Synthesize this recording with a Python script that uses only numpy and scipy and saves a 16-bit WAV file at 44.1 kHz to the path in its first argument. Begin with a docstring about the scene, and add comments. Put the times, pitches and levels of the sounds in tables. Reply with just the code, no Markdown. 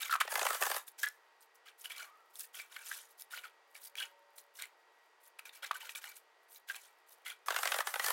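"""Sifting gravel in a pan

Dry gravel and dirt are shaken fast in a plastic pan with a wire-mesh floor, heard from close by.
Clods strike the wall and excite its resonances, while countless small impacts of sand on the mesh
merge into a hiss. Pans are swapped with a few knocks, dirt is scooped from a rustling plastic bag
and poured in, and the shaking starts again, over a faint hum."""
import sys
import numpy as np
from scipy import signal
from scipy.fft import rfft, irfft
from scipy.io import wavfile
from scipy.ndimage import uniform_filter1d

SR = 44100
rng = np.random.default_rng(int(sys.argv[2]) if len(sys.argv) > 2 else 0)


def to_wav(s):
    """Save 16-bit WAV."""
    ch = np.atleast_2d(s).T  # columns
    pcm = np.round(np.clip(ch, -1, 1) * 32767)  # PCM
    wavfile.write(sys.argv[1], SR, pcm.astype(np.int16))


N = 358091
TIME = np.arange(N) / SR

# Levels in the tables are relative; each source applies its own gain.
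# impacts of the load on the pan wall: t/s, clatter level/dB, thud level/dB
SLAMS = [(0.2484, -52, -51.5), (0.277, -40.5, -47), (0.3221, -39.5, -42.5), (0.341, -53, -47),
         (0.3556, -31.5, -41), (0.378, -52, -39.5), (0.3938, -34, -60), (0.4149, -35, -38),
         (0.4296, -38, -43), (0.4522, -35, -39), (0.466, -29.5, -39.5), (0.489, -51, -66),
         (0.5053, -36.5, -43), (0.5312, -43, -52), (0.548, -40, -46.5), (0.614, -39, -39.5),
         (0.6238, -29.5, -41), (0.635, -38, -58), (0.655, -42, -54), (0.6657, -35, -40), (0.701, -46, -44),
         (0.7154, -37, -40.5), (0.745, -44, -47), (0.765, -40.5, -46), (7.484, -31, -47.5),
         (7.505, -32, -43.5), (7.523, -42, -46.5), (7.5449, -37.5, -51), (7.563, -31, -47),
         (7.588, -38, -47), (7.632, -31.5, -51), (7.655, -31.5, -44.5), (7.6739, -31, -58),
         (7.7197, -29, -49), (7.7426, -32.5, -42), (7.762, -44, -50), (7.787, -35.5, -40),
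         (7.8055, -32, -46.5), (7.8716, -34.5, -49), (7.9406, -33.5, -55), (7.958, -38, -42.5),
         (7.9964, -31, -47), (8.044, -38, -50), (8.064, -35, -52), (8.084, -35, -44), (8.1046, -33.5, -48)]
# flow of sand through the mesh, one curve for each bout of shaking: t/s, level/dB
SAND_BOUTS = [
    [(0.285, -65), (0.305, -44), (0.55, -41.5), (0.59, -49), (0.62, -40), (0.78, -43.5), (0.845, -73)],
    [(7.46, -50), (7.485, -50.5), (7.65, -44), (7.81, -44), (7.835, -62), (7.875, -45), (7.93, -52),
     (8.0, -48.5), (8.05, -38.5), (8.12, -40.5)],
]
# knocks on the pan, whose pitch depends on grip and load: t/s, level/dB, f/Hz, T60/s
KNOCKS = [(0.0958, -38, 1365, 0.012), (0.108, -36, 1410, 0.033), (0.1258, -29, 1330, 0.02),
          (0.1356, -29, 1337, 0.032), (0.1538, -30.5, 1250, 0.0095), (0.2091, -29.5, 1220, 0.012),
          (0.2147, -29.5, 1460, 0.0022), (1.032, -32, 1653, 0.023), (1.0391, -30.5, 1693, 0.018),
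          (1.063, -34.5, 1707, 0.061), (2.762, -47.5, 1490, 0.03), (2.914, -40, 1600, 0.0093),
          (3.334, -44, 1444, 0.028), (4.004, -42, 1552, 0.05), (5.7103, -31.5, 1204, 0.0073),
          (5.753, -43.5, 1520, 0.024), (6.697, -36.5, 1598, 0.037)]
# soil is shifted, dug or scooped: t/s, duration/s, crumb level/dB, grit level/dB
SCOOPS = [(0, 0.032, -39.5, -44), (0.042, 0.034, -44.5, -46), (0.1, 0.04, -46, -40.5),
          (0.2, 0.012, -30, -33.5), (0.977, 0.046, -56, -48), (1.029, 0.007, -44.5, -32),
          (1.653, 0.035, -57.5, -62), (1.837, 0.027, -51, -48), (1.891, 0.037, -49.5, -51.5),
          (1.942, 0.088, -50, -53.5), (2.529, 0.079, -51.5, -50), (2.692, 0.13, -58.5, -57),
          (2.832, 0.14, -53.5, -47.5), (3.3, 0.081, -50, -52), (3.429, 0.033, -49.5, -58),
          (3.741, 0.035, -59, -56.5), (3.959, 0.072, -45, -49), (4.582, 0.054, -48, -52.5),
          (5.387, 0.0076, -53, -53), (5.451, 0.022, -55, -53), (5.523, 0.048, -56.5, -56.5),
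          (5.621, 0.025, -42.5, -53.5), (5.656, 0.014, -48, -47.5), (5.738, 0.031, -53, -52),
          (5.792, 0.071, -50, -54.5), (5.888, 0.031, -58, -51), (5.947, 0.031, -50.5, -46.5),
          (6.004, 0.094, -53.5, -53.5), (6.671, 0.052, -52.5, -50.5), (6.752, 0.011, -46, -44),
          (6.768, 0.089, -68, -60), (7.246, 0.059, -46, -49.5)]
# the bag slides or fine dirt pours: t/s, rise time/s, level/dB
SWISHES = [(0.866, 0.013, -46.5), (1.4, 0.027, -57.5), (1.543, 0.012, -63), (1.774, 0.045, -51.5),
           (2.328, 0.042, -52.5), (2.381, 0.027, -40.5), (2.416, 0.028, -47), (3.091, 0.021, -59.5),
           (3.17, 0.048, -49), (3.793, 0.075, -47.5), (4.354, 0.037, -51), (4.537, 0.044, -51),
           (5.195, 0.079, -59.5), (6.151, 0.016, -49.5), (6.477, 0.09, -52), (7.06, 0.07, -55.5)]
# single stones strike the trowel or each other: t/s, level/dB, f/Hz
CLINKS = [(0.879, -57, 3600), (2.5444, -52.5, 3060), (2.598, -48.5, 2250), (2.764, -45.5, 2170),
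          (2.928, -48, 1800), (3.376, -47.5, 2350), (3.753, -52.5, 2280), (3.954, -48.5, 2400),
          (4.3826, -57.5, 4160), (5.392, -48, 2480), (5.4545, -51.5, 2380), (5.493, -53, 3630),
          (5.893, -44, 2360), (5.95, -47.5, 3400), (5.9565, -44, 2340), (6.041, -46, 1820),
          (6.56, -59, 3940), (6.699, -48, 2600), (6.745, -48, 2410)]
# bag creases snap and single grains land: t/s, level/dB
TICKS = [(0.994, -52.5), (1.059, -48), (1.0866, -46), (2.356, -52.5), (2.395, -47), (3.198, -54),
         (3.221, -49), (3.9545, -55), (4.6223, -43.5)]

# modes of the knocked pan: ratio to its pitch, level/dB
PAN_MODES = [(1, 3.5), (.86, -12), (1.17, -9), (1.62, -35), (1.92, -19)]
# resonances of the loaded pan and of the heap on the mesh: f/Hz, bandwidth/Hz, lift/dB
PAN_RESONANCES = [(1223, 510, 9.5), (1710, 150, 10), (1993, 43, 9.5), (2980, 180, 3.5), (3680, 73, 2.5)]
HEAP_RESONANCES = [(1430, 290, 6.5), (2294, 140, 7.5), (3040, 720, 5)]
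# spectral envelopes: f/Hz, level/dB
CLATTER_SPECTRUM = [(130, -64.5), (450, -15.5), (800, -1.5), (1400, -2.5), (2100, -1), (3200, -1.5),
                    (9000, -13), (16000, -26)]  # clods on the wall
THUD_SPECTRUM = [(60, -51.5), (200, -32), (290, -21.5), (400, 2), (600, 11), (850, 10.5), (1400, -18)]  # the weight of the load
SAND_SPECTRUM = [(100, -74), (250, -26), (420, 6.5), (800, 5), (4500, 2), (8000, 5.5), (12000, 7),
                 (16000, 2.5)]  # sand on the wires
CRUMB_SPECTRUM = [(50, -70), (280, -28), (450, -15), (1100, -8.5), (1600, -1.5), (4000, -5.5),
                  (6000, -18.5), (12000, -18.5)]  # coarse soil
CRACKLE_SPECTRUM = [(100, -55.5), (500, -34), (2000, -25), (3600, -1), (6500, 2), (12000, 2), (16000, -4)]  # grit and bag film
DUST_SPECTRUM = [(400, -47), (3500, -7.5), (7000, -5.5), (12000, 0.5), (16000, -3)]  # the finest grains
AIR_SPECTRUM = [(50, -65.5), (270, -28), (370, -12.5), (950, -7), (1900, -12), (6200, -27), (16000, -40.5)]  # outdoor air
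# partials of a machine hum: f/Hz, level/dB
HUM_PARTIALS = [(455, -84.5), (910, -79.5), (1916, -79.5), (4740, -89)]
# far tones that swell and fade: peak t/s, Gaussian width/s, f/Hz, glide/(Hz/s), level/dB, flutter/Hz
FAR_TONES = [(2.08, 0.13, 1183, 699.5, -66, 45), (4.093, 0.13, 921, 0.5, -67, 5.5),
             (4.166, .3, 572, -0.5, -74, 3.4)]


def clod_slams(land_s=0.0043, tumble_db=-15, tumble_s=0.02, clack_s=0.0015, thud_lag_s=0.0023,
               thud_s=0.0023, clatter_db=-1.27, clack_db=-9, thud_db=1.5, clod_lift_db=7, size=2048):
    """Impact excitation: the biggest clod clacks, the rest land and tumble, and the load's mass thuds."""
    out, t = np.zeros(N), TIME[:size]
    body = response(THUD_SPECTRUM)
    landing = np.maximum(np.exp(-t / land_s), undb(tumble_db) * np.exp(-t / tumble_s))
    for start, high_db, low_db in SLAMS:
        # the load lies differently each time and shifts the resonances; the biggest clod adds its own
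        peaks = [(hz * np.exp(0.072 * rng.standard_normal()), width, lift)
                 for hz, width, lift in PAN_RESONANCES]
        clod_hz = rng.uniform(840, 3050)
        wall = response(CLATTER_SPECTRUM, peaks + [(clod_hz, clod_hz / 4, clod_lift_db)])
        clods = impulses(rate=12000, spread_db=2, size=size) * landing
        clack = noise_burst(clack_s, size)
        load = impulses(rate=5400, spread_db=-4.5, size=size) * np.exp(-t / thud_s)
        add(out, start, at_level(through(clods, wall), high_db + clatter_db))
        add(out, start, at_level(through(clack, wall), high_db + clack_db))
        add(out, start + thud_lag_s, at_level(through(load, body), low_db + thud_db))
    return out


def sand_hiss(surge_depth=2.1, surge_s=0.002, gain_db=4.5):
    """Shot noise: dense grains strike the wires, and their flow surges as the load slides at each slam."""
    flow = np.zeros(N)
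    for bout in SAND_BOUTS:
        times, levels = np.transpose(bout)
        flow += undb(np.interp(TIME, times, levels)) * (TIME >= times[0]) * (TIME <= times[-1])
    jolts, t = np.ones(N), TIME[:SR // 20]
    surge = surge_depth * np.exp(-abs(t - t.mean()) / surge_s)
    for start, _, _ in SLAMS:
        add(jolts, start - t.mean(), surge)
    jolts /= running_rms(jolts, size=3000)
    stream = ringing_grains(rate=36000, spread_db=2.5, drive=flow * jolts, ring_q=15, patchy_db=3)
    return undb(gain_db) * through(stream, response(SAND_SPECTRUM, PAN_RESONANCES))


def pan_knocks(tick_db=-14, contact_s=0.0061, contact_share=0.11, chatter_gain=0.33, size=8192):
    """Damped modes: a chattering contact rings the pan; a firm grip shortens both contact and ring."""
    out, t = np.zeros(N), TIME[:size]
    wall = response(CRUMB_SPECTRUM, PAN_RESONANCES)
    highpass = signal.butter(4, 550, "high", fs=SR, output="sos")
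    for start, db, hz, t60 in KNOCKS:
        pressure = np.exp(-t / (contact_s + contact_share * t60))
        modes = sum(undb(mode_db) * np.sin(2 * np.pi * hz * ratio * t) for ratio, mode_db in PAN_MODES)
        modes *= np.exp(-np.log(1000) * t / t60)
        contact = impulses(rate=5100, spread_db=7.5, size=size) * pressure
        # the ring builds up while the contact lasts, and the chatter roughens it
        build_up = unit(modes * (1 - pressure))
        chatter = unit(through(contact, np.gradient(modes)))
        ring = signal.sosfilt(highpass, build_up + chatter_gain * chatter)
        add(out, start, at_level(ring, db) + at_level(through(contact, wall), db + tick_db))
    return out


def soil_and_bag_rustle(crackle_db=-2, film_db=-6, catch_db=3, catch_rate=110):
    """Stick-slip friction: crumbs tumble in clumps, grit and bag film crackle, and fine dust hisses."""
    clumps = undb(catch_db * wander(catch_rate))
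    clumps /= running_rms(clumps, size=1000)
    coarse, fine, sliding = soil_motion() * clumps
    crumbs = ringing_grains(rate=5000, spread_db=3, drive=coarse, ring_q=20.4, patchy_db=3.5)
    grit = ringing_grains(rate=7000, spread_db=3.5, drive=fine, ring_q=19, patchy_db=2.5)
    film = undb(film_db) * impulses(rate=3400, spread_db=1) * fine
    dust = ringing_grains(rate=12000, spread_db=4, drive=sliding, ring_q=15)
    return (through(crumbs, response(CRUMB_SPECTRUM, HEAP_RESONANCES))
            + undb(crackle_db) * through(grit + film, response(CRACKLE_SPECTRUM))
            + through(dust, response(DUST_SPECTRUM)))


def soil_motion(attack_share=0.26, release_share=0.3, stop_s=0.0033, settle_db=-13, settle_s=0.038,
                swell_power=0.94, swish_fade_s=0.014, swish_crumb_db=-19):
    """Incoherent addition: scoops and swishes sum in power to the envelopes of crumbs, grit and dust."""
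    coarse, fine, sliding = np.zeros((3, N))
    t = TIME[:SR // 2]
    for start, length, crumb_db, grit_db in SCOOPS:
        # long moves start and stop gently, short ones abruptly; loose grains trickle on
        after = np.maximum(t - length, 0)
        attack = np.minimum(t / (attack_share * length), 1)
        release = np.exp(-after / (stop_s + release_share * length))
        trickle = undb(settle_db) * np.exp(-after / settle_s)
        scoop = attack * np.maximum(release, trickle)
        add(coarse, start, (scoop * undb(crumb_db)) ** 2)
        add(fine, start, (scoop * undb(grit_db)) ** 2)
    for start, rise_s, db in SWISHES:
        swell = np.minimum(t / rise_s, 1) ** swell_power
        swish = swell * np.exp(-np.maximum(t - rise_s, 0) / swish_fade_s)
        add(coarse, start, (swish * undb(db + swish_crumb_db)) ** 2)
        add(sliding, start, (swish * undb(db)) ** 2)
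    return np.sqrt([coarse, fine, sliding])


def stone_clinks(ring_db=17, ring_q=7, tick_s=0.0029, size=2048):
    """Resonant filtering: a stone's one damped resonance colours the hard, dry tick of its impact."""
    out = np.zeros(N)
    for start, db, hz in CLINKS:
        stone = response(CRUMB_SPECTRUM, [(hz, hz / ring_q, ring_db)])
        add(out, start, at_level(through(noise_burst(tick_s, size), stone), db))
    return out


def crease_and_grain_ticks(tick_s=0.00094, pitch_hz=6000, ring_db=10, size=2048):
    """A short pulse has a wide spectrum: a crease or lone grain cracks brightly, with its own ring."""
    out = np.zeros(N)
    for start, db in TICKS:
        hz = pitch_hz * 2 ** rng.uniform(-0.91, 1)
        colour = response(CRACKLE_SPECTRUM, [(hz, hz / 10, ring_db)])
        add(out, start, at_level(through(noise_burst(tick_s, size), colour), db))
    return out


def background(air_db=-69, stray_db=-82, patchy_db=7, waver_db=1.5, hum_flutter_hz=6):
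    """Random modulation: outdoor air, machine hum and far tones waver; stray grains fall in patches."""
    out = through(rng.standard_normal(N), response(AIR_SPECTRUM)) * undb(air_db + wander(rate=7.2) / 2)
    tones = [(hz, undb(db), hum_flutter_hz) for hz, db in HUM_PARTIALS]
    for peak_s, width_s, hz, glide, db, flutter_hz in FAR_TONES:
        swell = np.exp(-((TIME - peak_s) / width_s) ** 2 / 2)
        tones.append((hz + glide * (TIME - peak_s), undb(db) * swell, flutter_hz))
    for hz, gain, flutter_hz in tones:
        waver = unit(undb(waver_db * wander(rate=32)))
        phase = 2 * np.pi * np.cumsum(hz + flutter_hz * wander(rate=120)) / SR
        out += gain * waver * np.sqrt(2) * np.sin(phase)
    strays = impulses(rate=1800, spread_db=5) * unit(undb(patchy_db * wander(rate=16)))
    return out + undb(stray_db) * through(strays, response(DUST_SPECTRUM))


def ringing_grains(rate, spread_db, drive, ring_q, patchy_db=0, patchy_rate=35, sizes=30):
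    """Constant-Q resonators: each size of grain rings briefly at its own pitch, and comes and goes."""
    out = 0
    for hz in np.geomspace(500, 15500, sizes):
        presence = unit(undb(patchy_db * wander(patchy_rate)))
        hits = impulses(rate / sizes, spread_db) * drive * presence
        out = out + signal.lfilter(*signal.iirpeak(hz, ring_q, fs=SR), hits)
    return out * np.sqrt(2 * ring_q / sizes)


def impulses(rate, spread_db, size=N):
    """A random point process: rate contacts a second, with power-law strengths and unit rms."""
    out, count = np.zeros(size), int(rate * size / SR) + 1
    place, chance, polarity = rng.random((count, 3)).T
    strength = undb(-spread_db * np.log(chance + 0.003))
    out[(place * size).astype(int)] = np.sign(polarity - 0.5) * strength
    return unit(out)


def noise_burst(decay_s, size):
    """Broadband excitation: white noise under an exponential decay."""
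    return rng.standard_normal(size) * np.exp(-TIME[:size] / decay_s)


def wander(rate):
    """Linear interpolation of rate random values a second gives a drift with a spread near 1."""
    knots = rng.standard_normal(int(N / SR * rate) + 2)
    return np.interp(TIME * rate, np.arange(len(knots)), knots) * np.sqrt(3 / 2)


def response(spectrum, resonances=(), size=2048):
    """Minimum-phase impulse response of unit energy, from a spectral envelope and its resonances."""
    f = np.arange(size // 2 + 1) * SR / size
    hz, db = np.transpose(spectrum)
    shape_db = np.interp(np.log(f + 1), np.log(hz), db)
    for centre, width, lift in resonances:
        shape_db += lift / (1 + (2 * (f - centre) / width) ** 2)
    cepstrum = irfft(np.log(undb(shape_db)))
    cepstrum[1:size // 2] *= 2  # folding the cepstrum makes the response causal
    cepstrum[size // 2 + 1:] = 0
    h = irfft(np.exp(rfft(cepstrum)))
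    return h / np.linalg.norm(h)


def through(x, h):
    """Convolution of x with the impulse response h, cut to the length of x."""
    return signal.fftconvolve(x, h)[:len(x)]


def at_level(sound, db):
    """Equal energy: scale a transient to match 10 ms of steady sound at this level."""
    return sound * undb(db) * np.sqrt(SR / 100 / np.sum(sound ** 2))


def add(track, start, sound):
    """Superpose a sound on the track from start, in seconds."""
    i = max(int(start * SR), 0)
    track[i:i + len(sound)] += sound[:max(N - i, 0)]


def running_rms(x, size):
    """Effective amplitude over a sliding window of size samples."""
    return np.sqrt(uniform_filter1d(x ** 2, size=size))


def unit(x):
    """Normalisation to unit rms."""
    return x / np.sqrt(np.mean(x ** 2))


def undb(db):
    """Amplitude ratio of a level in decibels."""
    return 10 ** (np.asarray(db) / 20)


def scene():
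    """Linear superposition of all sources, heard in one channel just above the pan."""
    return (clod_slams() + sand_hiss() + pan_knocks() + stone_clinks() + crease_and_grain_ticks()
            + soil_and_bag_rustle() + background())[None]


def record(dry, echo_db=-21, echo_t60=0.2, echo_delay_s=0.006, cutoff_hz=16200):
    """Reverberation: nearby walls and paving reflect a short, dull tail; a low-pass limits the band."""
    t = TIME[:SR // 2]
    decay = np.exp(-np.log(1000) * t / echo_t60) * (t > echo_delay_s)
    tail = through(rng.standard_normal(len(t)), response(CLATTER_SPECTRUM)) * decay
    wet = dry + undb(echo_db) * through(dry[0], tail / np.linalg.norm(tail))
    return signal.sosfilt(signal.ellip(10, 0.2, 70, cutoff_hz, fs=SR, output="sos"), wet)


dry = scene()
out = record(dry)
to_wav(out)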